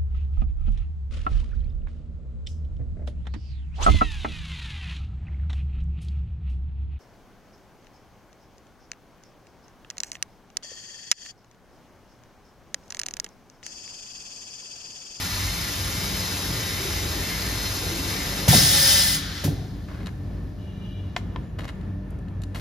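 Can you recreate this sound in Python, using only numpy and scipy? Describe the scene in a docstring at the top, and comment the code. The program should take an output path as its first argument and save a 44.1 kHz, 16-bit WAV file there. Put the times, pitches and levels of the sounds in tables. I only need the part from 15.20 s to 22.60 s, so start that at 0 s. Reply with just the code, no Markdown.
"""Air hisses steadily while liquid runs into a plastic pouch; a valve slams, an air blast follows and dies away, with a
second, lighter slam. Then the pouch crackles, a seal whistles faintly and a spout taps, all over a workshop hum.
Air jets are noise shaped by pipe resonances; slams, taps and snaps are struck modes; bubbles are decaying sines.
The hum is narrow noise bands. Two microphone ports with differing phase and level give the stereo image."""
import sys
import numpy as np
from scipy import signal
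from scipy.fft import rfft, irfft
from scipy.io import wavfile

SR = 44100
rng = np.random.default_rng(int(sys.argv[2]) if len(sys.argv) > 2 else 0)


def waveform_to_disk(signal):
    """Save audio, clipped to [-1, 1], as 16-bit WAV at the path in sys.argv[1]."""
    frames = np.transpose(np.atleast_2d(signal))
    scaled = np.clip(frames, -1, 1) * 32767
    samples = np.round(scaled).astype(np.int16)
    wavfile.write(sys.argv[1], SR, samples)


N = 326472
TIME = np.arange(N) / SR  # s
FREQ = np.fft.rfftfreq(N, 1 / SR) + 1e-3  # Hz, offset to avoid division by zero

# Throttled exhaust spectrum. Each row: frequency in Hz, relative density in dB per Hz.
FILL_COLOUR = [(700, -0.5), (1200, 1.2), (1900, -0.9), (2900, 0), (3900, -0.5), (5100, 0), (6300, -1),
               (7500, -1.5), (9500, -4.5), (11200, -2.5), (13000, -6.5), (15000, -14)]
# Pipework resonances. Each row: frequency in Hz, height above the colour in dB before the contrast factor.
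FILL_RINGS = [(1399, 3), (1600, 4), (1715, 11.5), (1830, 9.5), (1959, 9.5), (2024, 7.8), (2099, 10.1),
              (2260, 7.5), (2305, 7.5), (2465, 4.4), (2670, 7.7), (3057, 7.5), (3560, 4.5), (3645, 7.5),
              (3690, 9), (3811, 6.5), (3865, 8.4), (4134, 8.4), (4198, 11.5), (4295, 4), (4730, 5),
              (4812, 5.2), (4875, 5), (5017, 10.5), (5103, 7.4), (5178, 8.5), (5297, 8.0), (5740, 8),
              (5964, 5), (6158, 6), (6287, 5.3), (6406, 5), (6503, 5), (6739, 8.1), (7170, 7), (7400, 6),
              (11220, 5), (13210, 5), (13430, 6), (13990, 11), (14080, 9), (14400, 5)]
# Resonance groups that swell and fade. Each row: frequency in Hz, width in Hz, depth in dB.
FILL_SWELLS = [(1770, 200, 1.8), (2150, 300, 1.8), (4190, 150, .9)]
# Liquid churn spectrum. Each row: frequency in Hz, relative density in dB per Hz.
POUR_COLOUR = [(60, -4.5), (100, -2), (200, -6), (350, -5), (520, -9), (900, -17.5), (2000, -35)]
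# Large bubbles. Each row: start in seconds, initial pitch in Hz, level in dB.
GULPS = [(1.598, 367, -29), (1.65, 377, -24.5), (1.68, 340, -28), (1.949, 318, -26), (2.715, 322, -25),
         (2.749, 340, -29), (2.785, 264, -26.5), (2.87, 324, -29), (2.987, 281, -28)]
# Workshop rumble spectrum. Each row: frequency in Hz, relative density in dB per Hz.
RUMBLE_COLOUR = [(25, 3.5), (36, -32.5), (50, -2), (110, 0), (170, -5.5), (300, -12), (480, -21),
                 (800, -28), (1300, -32), (1800, -37.5), (2600, -40.5), (5000, -53.5), (11000, -57),
                 (15000, -69.5)]
# Motor and mains hum. Each row: frequency in Hz, width in Hz, rms level in dB before the common trim.
HUM_TONES = [(51.3, 7, -39.5), (73.9, 5, -43), (95.1, 4.7, -38), (168, 13, -45.5), (190.2, 2, -45.5),
             (288.6, 11, -50.5), (606, 2.2, -63), (717, 20, -67.5), (1763, 120, -64.5)]
# Open exhaust spectrum. 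Each row: frequency in Hz, relative density in dB per Hz.
BLAST_COLOUR = [(300, -23.5), (600, -9), (1100, -9.5), (1800, -2), (2600, -5), (3800, -1.5), (5200, 2),
                (7000, -2.5), (8800, 6), (10500, -2), (12500, -9.5), (15000, 0.5)]
# Exhaust port resonances. Each row: frequency in Hz, height above the colour in dB before the contrast factor.
BLAST_RINGS = [(570, 3), (820, 5), (1399, 3.5), (1560, 3), (1765, 8), (1850, 4), (2024, 10), (2616, 3.5),
               (2850, 4), (3075, 9.5), (3348, 7.5), (3445, 3.7), (3682, 12.5), (3811, 3.7), (4134, 9.5),
               (4263, 4), (4371, 3), (4750, 4), (4866, 7), (4952, 6), (5028, 6.5), (5146, 6.5), (5300, 3),
               (5420, 7), (5566, 2.5), (5800, 3), (6150, 5), (6240, 7.5), (6556, 7), (6782, 4), (7340, 7),
               (9250, 3), (9990, 4), (13750, 8), (14390, 5)]
# Bleeding air spectrum. Each row: frequency in Hz, relative density in dB per Hz.
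BLEED_COLOUR = [(400, -11), (900, -8.5), (1500, 2), (1900, 1), (2500, -3.5), (4000, 1.5), (5500, -2.5),
                (7000, -7), (10000, -12), (15000, -17)]
# Valve jet spectrum. Each row: frequency in Hz, relative density in dB per Hz.
SPIT_COLOUR = [(2000, -4.5), (4500, -5), (8000, -3), (12000, -7), (15500, -4)]
# Valve jets at each switch. Each row: start in seconds, level at 9-15 kHz in dB.
SPITS = [(3.279, -20), (3.345, -25), (4.238, -32)]
# Frame modes. Each row: frequency in Hz, strength in dB, full t60 in seconds before the ring share.
FRAME_MODES = [(109, 2, 0.72), (146, 0.5, 0.51), (149, -7, 1), (212.6, 5.5, 0.22), (277, -2.5, 0.28),
               (366, -3.5, 0.37), (488, -6.5, 0.4), (570, 7.5, 0.3), (684, 3, 0.24), (740, -3.5, 0.23),
               (830, -14.5, 0.3), (1041, -8.5, 0.3)]
# Slams and rebounds. Each row: start in seconds, peak in dB, favoured pitch in Hz, share of the full ring time.
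SLAMS = [(3.278, -18, 550, 0.11), (3.286, -4, 120, 0.051), (3.304, -8.5, 150, 0.071),
         (3.323, -21, 240, .15), (3.329, -13.5, 730, 0.18), (3.337, -11.5, 770, .24),
         (3.347, -11, 192, 0.21), (3.354, -22.5, 326, 0.13), (3.364, -13.5, 150, 0.059),
         (3.377, -11, 154, 0.061), (4.238, -27.5, 560, 0.16), (4.246, -14.5, 129, .11),
         (4.253, -18.5, 293, 0.24), (4.277, -26, 650, 0.13), (4.279, -15, 175, 0.12),
         (4.309, -25.5, 290, 0.4)]
# Shuddering frame resonances. Each row: frequency in Hz, width in Hz, relative level in dB.
BOOM_TONES = [(107, 66, -2), (147, 22, 3.5), (215, 44, -11.5), (296, 50, -10), (426, 87, -13.5),
              (720, 190, -17.5)]
# Shudders after each valve switch. Each row: start in seconds, level in dB, decay in dB per second.
SHUDDERS = [(3.33, -21, 54), (4.27, -29.5, 59)]
# Piston seal groan. Each row: frequency in Hz, width in Hz, level in dB before the stroke contour.
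GROAN_TONES = [(141.4, 20, -39.5), (556, 15, -40.5), (833, 30, -46)]
# Groan contour. Each row: time in seconds, gain in dB.
GROAN_LEVEL = [(3.42, -10), (3.53, 0), (3.64, -1), (3.72, 3), (3.81, -6), (3.93, -16)]
# Snapping creases. Each row: start in seconds, peak in dB, favoured pitch in Hz.
SNAPS = [(4.703, -36, 1400), (4.714, -35, 1000), (4.8598, -31, 3400), (4.869, -28, 3200),
         (4.8705, -32, 1200), (6.39, -25, 2300), (6.394, -25, 1590), (6.4065, -28, 2300),
         (6.4175, -36, 2680), (6.4382, -33, 1970), (6.444, -37, 3040), (6.453, -40, 2700),
         (6.481, -29, 2290), (6.49, -28, 2500), (6.4951, -25.5, 1950), (6.501, -35, 2000),
         (6.612, -46, 3000), (6.906, -42.5, 8500), (6.988, -46.5, 5480), (7.084, -43, 2700),
         (7.219, -35.5, 4400), (7.236, -32.5, 3560), (7.348, -31, 2780), (7.358, -24, 2210)]
# Pouch modes. Each row: frequency in Hz, strength in dB, full t60 in seconds before the ring share.
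POUCH_MODES = [(630, 9, 0.023), (960, 15, 0.0093), (1560, -13, 0.032), (1920, 10.5, 0.007),
               (2640, 17.5, 0.0021), (2760, 6, 0.0053), (3750, 8.5, 0.0061), (5300, 15, 0.0023),
               (7130, 11.5, 0.0065), (9500, 9, 0.012), (11400, 12, 0.0075)]
# Film sliding on film. Each row: start in seconds, end in seconds, rms level in dB, favoured pitch in Hz,
# spread in octaves, slips per second.
RUBS = [(4.678, 4.9, -49.5, 1430, 0.33, 9000), (6.384, 6.473, -45, 1450, 0.98, 2400),
        (6.474, 6.508, -50, 2000, 0.9, 3000), (7.345, 7.428, -43, 1820, 3.2, 6700)]
# Whistle strength. Each row: time in seconds, level in dB.
WHISTLE_LEVEL = [(5.375, -70), (5.41, -62), (5.51, -60), (5.6, -57.5), (5.68, -55.5), (5.79, -55.5),
                 (5.85, -61), (6.0, -67), (6.26, -70)]
# Whistle side tones. Each row: frequency in Hz, width in Hz, relative level in dB.
WHISTLE_TONES = [(2375, 42, -9.5), (2885, 28, -4), (2985, 28, -7), (3170, 160, -22), (3400, 130, -15.5),
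                 (3830, 75, -14), (3980, 35, -17), (6010, 50, -22)]
# Spout taps. Each row: start in seconds, peak in dB, favoured pitch in Hz, spread in octaves.
TAPS = [(5.9634, -11.5, 1444, 3.8), (6.159, -23.5, 1050, 0.53)]
# Spout modes. Each row: frequency in Hz, strength in dB, full t60 in seconds before the ring share.
SPOUT_MODES = [(717, 4.5, 0.039), (957, -4.5, 0.055), (1033, 1, 0.034), (1375, 3, 0.022), (1790, 7, 0.028),
               (2060, 10, 0.0099), (2830, 0, 0.0067), (3210, 11, 0.0069), (3700, 0, 0.01),
               (4330, 3, 0.0064), (5400, 6, 0.0063), (7460, 4.5, 0.0068)]
# Port phase. Each row: frequency in Hz, lead of left over right in radians.
PORT_PHASE = [(20, 0), (950, .2), (1550, -.6), (1810, 0), (2580, .8), (5300, .25), (5600, -.7), (6500, -.9),
              (7840, -3), (8870, -3.3), (11100, -6), (13000, -6.5), (14600, -9), (15400, -9.4)]
# Port balance. Each row: frequency in Hz, left minus right in dB.
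PORT_BALANCE = [(100, 0.3), (400, 1.7), (700, 1.5), (1300, 0), (2400, 1.3), (4400, 4), (8000, 0),
                (15000, 0)]
# Diffuse noise width. Each row: frequency in Hz, side minus mid in dB.
PORT_SPREAD = [(60, -24), (130, -18), (300, -10), (640, -5), (1400, -5.5), (3100, -7), (5500, -7),
               (8000, -16), (15000, -15)]

# Cycle: valve switches to return, piston arrives home, valve switches back.
RETURN_S, HOME_S, RESET_S = 3.277, 3.95, 4.24
# Exhaust levels refer to 3-7 kHz, valve air to 9-15 kHz; attacks are time constants.
FILL_DB, FILL_SAG_DB_PER_S, FILL_RELEASE_DB_PER_S, SWELL_RATE_HZ = -33, 0.25, 801.5, 4.1
POUR_DB, POUR_ATTACK_S, POUR_GROWTH_DB_PER_S, POUR_RELEASE_DB_PER_S = -37.5, 0.75, 0.08, 37.5
RUMBLE_DB, HUM_TRIM_DB = -34.5, 0.34
BLAST_DB, BLAST_ATTACK_S, BLAST_DROOP_DB, BLAST_RELEASE_DB_PER_S = -19, 0.031, 7, 281
BLEED_DB, BLEED_SAG_DB_PER_S, BLEED_HALF_S = -36.5, 12.5, 0.057  # gain first halves this long after reset
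SPIT_ATTACK_S, SPIT_DECAY_DB_PER_S = 0.0039, 299.5
SEEP_DB, SEEP_DECAY_DB_PER_S = -66, 6
WHISTLE_HZ, WHISTLE_JITTER_SHARE, SIDE_TONES_DB = 2860, .003, 0
PEEP_START_S, PEEP_END_S, PEEP_HZ, PEEP_DB = 6.215, 6.325, 6890, -75
CHATTER_S, CHATTER_DB, CHATTER_HZ = 0.002004, -1.5, 2820  # delay and level relative to the tap
TOP_HZ = 15750


def amp(db):
    """Decibels to gain."""
    return 10 ** (np.asarray(db) / 20)


def over_pitch(rows):
    """(Hz, value) rows interpolated on a log-frequency axis."""
    hz, value = np.transpose(rows)
    return np.interp(np.log(FREQ), np.log(hz), value)


def bell(hz, width_hz):
    """Resonance curve, 1 at its centre."""
    return 1 / (1 + (2 * (FREQ - hz) / width_hz) ** 2)


def since(s):
    """Seconds since a moment; zero before it."""
    return np.maximum(TIME - s, 0)


def envelope(start_s, end_s, attack_s, release_db_per_s):
    """A flow builds up exponentially from its start and dies away after its end."""
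    rise = 1 - np.exp(-since(start_s) / attack_s)
    return rise * amp(-release_db_per_s * since(end_s))


def wander(rate_hz):
    """Low-passed random motion with a spread of 1."""
    slow = irfft(rfft(rng.standard_normal(N)) * bell(0, 2 * rate_hz) ** 2, N)
    return slow / slow.std()


def flutter(rate_hz, depth_db):
    """Randomly wandering gain."""
    return amp(depth_db * wander(rate_hz))


def noise(colour, band_hz=(0, SR)):
    """Diffuse noise as (mid, side); mid has unit rms inside the band."""
    spectra = rfft(rng.standard_normal((2, N))) * colour
    inside = (FREQ > band_hz[0]) & (FREQ < band_hz[1])
    spectra *= N / np.sqrt(2 * np.sum(abs(spectra[0, inside]) ** 2))
    spectra[1] *= amp(over_pitch(PORT_SPREAD))
    return irfft(spectra, N)


def add(track, s, sound):
    """Mix a sound into a track at a time."""
    start = int(s * SR)
    part = sound[:max(N - start, 0)]
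    track[start:start + len(part)] += part


def ring(modes, favoured_hz, octaves, ring_share, length_s, push_cycles=0):
    """Struck body: modes near the favoured pitch answer most; a soft push builds over some cycles. Peak 1."""
    t = TIME[:int(length_s * SR)]
    hz, db, t60 = np.transpose(modes)[:, :, None]
    distance = np.log2(hz / favoured_hz) / octaves
    weight = amp(db) / (1 + distance ** 2) ** 2.0
    hz = hz * (1 + .01 * rng.standard_normal(hz.shape))  # each strike detunes slightly
    decay = np.exp(-np.log(1000) * t / (t60 * ring_share))
    sound = np.sum(weight * np.sin(2 * np.pi * hz * t) * decay, axis=0)
    sound = sound * (1 - np.exp(-(t * favoured_hz / (push_cycles + 1e-9)) ** 2))
    return sound / abs(sound).max()


def crack(decay_s, top_hz):
    """Very short noise burst, dulled above top_hz."""
    t = TIME[:SR // 20]
    burst = signal.lfilter([.4], [1, -.5], rng.standard_normal(len(t)))
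    dulled = signal.lfilter(*signal.butter(2, top_hz, fs=SR), burst)
    return dulled * np.exp(-t / decay_s)


def room(x, near_db, far_db, near_t60=0.073, far_t60=.5):
    """Quick reflections off the machine and a longer shop tail, as (mid, side); t60 in seconds."""
    out = np.array([x, 0 * x])
    t = TIME[:SR]
    for db, t60 in ((near_db, near_t60), (far_db, far_t60)):
        echo = rng.standard_normal((2, SR)) * np.exp(-np.log(1000) * t / t60) * (t > .002)
        echo = echo / np.linalg.norm(echo[0])
        out = out + amp(db) * signal.fftconvolve(x[None], echo, axes=1)[:, :N]
    return out


def exhaust(colour, rings, ring_width_hz, low_cut_hz, ring_contrast=1.204):
    """Turbulent jet coloured by pipe and housing resonances; a fixed random ripple roughens its spectrum."""
    # ring_width_hz holds at 3 kHz
    peaks = np.max([db * bell(hz, ring_width_hz * np.sqrt(hz / 3000)) for hz, db in rings], axis=0)
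    grain = rng.standard_normal(N) * np.exp(-TIME / .012) * (TIME > .004)
    ripple_depth = np.interp(FREQ, [800, 2000, 5000, 8000], [.33, .25, .28, .42])
    ripple = abs(1 + ripple_depth * rfft(grain) / np.linalg.norm(grain))
    low_cut = 1 / np.sqrt(1 + (low_cut_hz / FREQ) ** 4)
    spectrum = ripple * amp(over_pitch(colour) + ring_contrast * peaks) * low_cut
    return noise(spectrum, band_hz=(3000, 7000))


def filling_hiss():
    """The creeping cylinder vents through the throttle; some resonances swell and fade independently."""
    flow = amp(FILL_DB - FILL_SAG_DB_PER_S * TIME - FILL_RELEASE_DB_PER_S * since(RETURN_S))
    jet = exhaust(FILL_COLOUR, FILL_RINGS, ring_width_hz=30, low_cut_hz=600)
    spectra = rfft(jet)
    swells = 0
    for hz, width_hz, depth_db in FILL_SWELLS:
        group = irfft(spectra * bell(hz, width_hz), N)
        swells = swells + group * (flutter(SWELL_RATE_HZ, depth_db) - 1)
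    return (jet + swells) * flow * flutter(rate_hz=60, depth_db=0.55)


def bubble(hz, cycles, rise=0.16):
    """A bubble rings down while its pitch rises by a share."""
    u = np.arange(int(cycles * SR / hz)) * hz / SR / cycles  # 0 to 1 over its life
    tone = np.sin(2 * np.pi * cycles * (u + rise * u * u / 2))
    return tone * np.exp(-5 * u) * (1 - np.exp(-30 * u))


def liquid(bubble_db=-5, count=400):
    """The stream churns louder as the pouch fills and drags small bubbles under, with some large ones."""
    small, large = np.zeros(N), np.zeros(N)
    for when, size, strength in rng.random((count, 3)):
        level = amp(11 * (strength - size))
        add(small, when * HOME_S, level * bubble(260 * 4 ** size, cycles=19))
    for s, hz, db in GULPS:
        add(large, s, amp(db) * bubble(hz, cycles=29))
    growth = amp(POUR_DB + POUR_GROWTH_DB_PER_S * TIME)
    flow = growth * envelope(0, RETURN_S, POUR_ATTACK_S, POUR_RELEASE_DB_PER_S)
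    churn = noise(amp(over_pitch(POUR_COLOUR))) * flutter(rate_hz=10.0, depth_db=1.5)
    bubbles = amp(bubble_db) * small * flow + large
    return churn * flow + room(bubbles, near_db=-22.5, far_db=-19.5)


def workshop():
    """Ventilation rumble and the wavering hum of other machines, as narrow noise bands."""
    rumble = noise(amp(over_pitch(RUMBLE_COLOUR))) * amp(RUMBLE_DB) * flutter(rate_hz=6.6, depth_db=1.4)
    hum = sum(amp(db) * noise(bell(hz, 2 * width_hz) ** 2) for hz, width_hz, db in HUM_TONES)
    return rumble + amp(HUM_TRIM_DB) * hum


def return_blast():
    """The cylinder returns with the exhaust wide open, losing pressure; at home the rest bleeds off softly."""
    jet = exhaust(BLAST_COLOUR, BLAST_RINGS, ring_width_hz=56, low_cut_hz=110)
    bleed = exhaust(BLEED_COLOUR, BLAST_RINGS, ring_width_hz=56, low_cut_hz=110, ring_contrast=.6)
    stroke = np.minimum(since(RETURN_S) / (HOME_S - RETURN_S), 1)
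    jet_flow = amp(BLAST_DB - BLAST_DROOP_DB * stroke ** 2)
    jet_flow = jet_flow * envelope(RETURN_S, HOME_S, BLAST_ATTACK_S, BLAST_RELEASE_DB_PER_S)
    resting_s = np.minimum(since(HOME_S), RESET_S - HOME_S)
    bleed_flow = (TIME > HOME_S) * amp(BLEED_DB - BLEED_SAG_DB_PER_S * resting_s)
    bleed_flow = bleed_flow / (1 + since(RESET_S) / BLEED_HALF_S)
    return (jet * jet_flow + bleed * bleed_flow) * flutter(rate_hz=5.5, depth_db=1.64)


def valve_air():
    """The valve spits thin jets at each switch and seeps after the reset while its pressure runs down."""
    jet = noise(amp(over_pitch(SPIT_COLOUR)), band_hz=(9000, 15000))
    spits = sum(amp(db) * envelope(s, s + SPIT_ATTACK_S, SPIT_ATTACK_S, SPIT_DECAY_DB_PER_S)
                for s, db in SPITS)
    seep = amp(SEEP_DB) * envelope(RESET_S, RESET_S, SPIT_ATTACK_S, SEEP_DECAY_DB_PER_S)
    return jet * (spits + seep)


def frame_knocks():
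    """Blows land and rebound at both valve switches, each at its own pitch; the frame booms and shudders."""
    track = np.zeros(N)
    for s, db, hz, ring_share in SLAMS:
        blow = ring(FRAME_MODES, hz, octaves=0.42, ring_share=ring_share, length_s=0.4, push_cycles=0.8)
        add(track, s, amp(db) * blow)
    boom = noise(sum(amp(db) * bell(hz, width_hz) for hz, width_hz, db in BOOM_TONES))
    shaking = sum(amp(db) * envelope(s, s, attack_s=0.016, release_db_per_s=decay)
                  for s, db, decay in SHUDDERS)
    return room(track, near_db=-21, far_db=-18.0) + boom * shaking


def piston_groan():
    """The piston seal judders along the barrel: broken tones that swell in mid-stroke and fade before its end."""
    running = amp(np.interp(TIME, *np.transpose(GROAN_LEVEL)))
    running = running * envelope(RETURN_S, HOME_S, attack_s=0.03, release_db_per_s=296)
    tones = 0
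    for hz, width_hz, db in GROAN_TONES:
        tone = noise(bell(hz, 2 * width_hz) ** 2)
        tones = tones + amp(db) * tone * flutter(rate_hz=14, depth_db=1.5)
    return running * tones


def pouch(crack_db=-8):
    """Creases snap with a short crack; sliding film rustles as countless tiny slips of uneven size."""
    track = np.zeros(N)
    for s, db, hz in SNAPS:
        snap = ring(POUCH_MODES, hz, octaves=1.15, ring_share=0.69, length_s=.1, push_cycles=1.0)
        add(track, s, amp(db) * snap)
        brightness = min(hz / 4000, 1) ** 2  # low snaps crack less
        add(track, s, amp(db + crack_db) * brightness * crack(decay_s=0.0051, top_hz=14000))
    sizes = rng.standard_normal(N) * rng.exponential(size=N) * flutter(rate_hz=90, depth_db=2)
    chance = rng.random(N)
    for start_s, end_s, db, hz, octaves, slips_per_s in RUBS:
        slips = sizes * (chance < slips_per_s / SR)
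        stretch = slips[int(start_s * SR):int(end_s * SR)]
        film = ring(POUCH_MODES, hz, octaves, ring_share=0.19, length_s=0.019)
        rustle = signal.fftconvolve(stretch * signal.windows.tukey(len(stretch), .1), film)
        add(track, start_s, amp(db) * rustle / rustle.std())
    return room(track, near_db=-6.0, far_db=-13.5, near_t60=0.013, far_t60=0.73)


def seal_whistle():
    """The last air whistles through a seal: an unsteady tone, side tones that follow it, and a late high peep."""
    turns = np.cumsum(1 + WHISTLE_JITTER_SHARE * wander(rate_hz=54)) / SR
    start_s, end_s = WHISTLE_LEVEL[0][0], WHISTLE_LEVEL[-1][0]
    strength = amp(np.interp(TIME, *np.transpose(WHISTLE_LEVEL)))
    strength = strength * envelope(start_s, end_s, attack_s=.01, release_db_per_s=99)
    tone = np.sin(2 * np.pi * WHISTLE_HZ * turns) * strength
    peep = np.sin(2 * np.pi * PEEP_HZ * TIME) * amp(PEEP_DB)
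    peep = peep * envelope(PEEP_START_S, PEEP_END_S, attack_s=.012, release_db_per_s=400)
    side_tones = noise(sum(amp(db) * bell(hz, width_hz) for hz, width_hz, db in WHISTLE_TONES))
    clear = (tone + peep) * flutter(rate_hz=50, depth_db=2.2)
    return room(clear, near_db=-7, far_db=-14) + amp(SIDE_TONES_DB) * side_tones * strength


def spout_taps(crack_db=-19):
    """The stiff spout is knocked twice as the pouch is turned over; each chatters once, only the first cracks."""
    track = np.zeros(N)
    for s, db, hz, octaves in TAPS:
        tap = ring(SPOUT_MODES, hz, octaves, ring_share=0.98, length_s=.1, push_cycles=1.0)
        chatter = ring(SPOUT_MODES, CHATTER_HZ, octaves=0.98, ring_share=0.76, length_s=.1, push_cycles=0.84)
        add(track, s, amp(db) * tap)
        add(track, s + CHATTER_S, amp(db + CHATTER_DB) * chatter)
    first_s, first_db = TAPS[0][:2]
    add(track, first_s, amp(first_db + crack_db) * crack(decay_s=0.017, top_hz=9100))
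    return room(track, near_db=-14, far_db=-18, near_t60=.06, far_t60=.35)


def scene():
    """All sources reach two microphone ports that differ in phase and level over frequency."""
    air = filling_hiss() + return_blast() + valve_air() + seal_whistle()
    machine = liquid() + piston_groan() + frame_knocks()
    mid, side = rfft(air + machine + spout_taps() + pouch() + workshop())
    port = amp(over_pitch(PORT_BALANCE) / 2) * np.exp(.5j * over_pitch(PORT_PHASE))
    return irfft(np.array([(mid + side) * port, (mid - side) / port]), N)


def record(dry):
    """The recorder cuts the deepest rumble, rounds the highest peaks and cuts the top."""
    dry = irfft(rfft(dry) / np.sqrt(1 + (35 / FREQ) ** 8), N)  # 35 Hz low cut
    dry = dry / (1 + (dry / .92) ** 8) ** (1 / 8)
    top_cut = signal.ellip(10, .2, 80, TOP_HZ, fs=SR, output="sos")
    return signal.sosfilt(top_cut, dry)


dry = scene()
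out = record(dry)
waveform_to_disk(out)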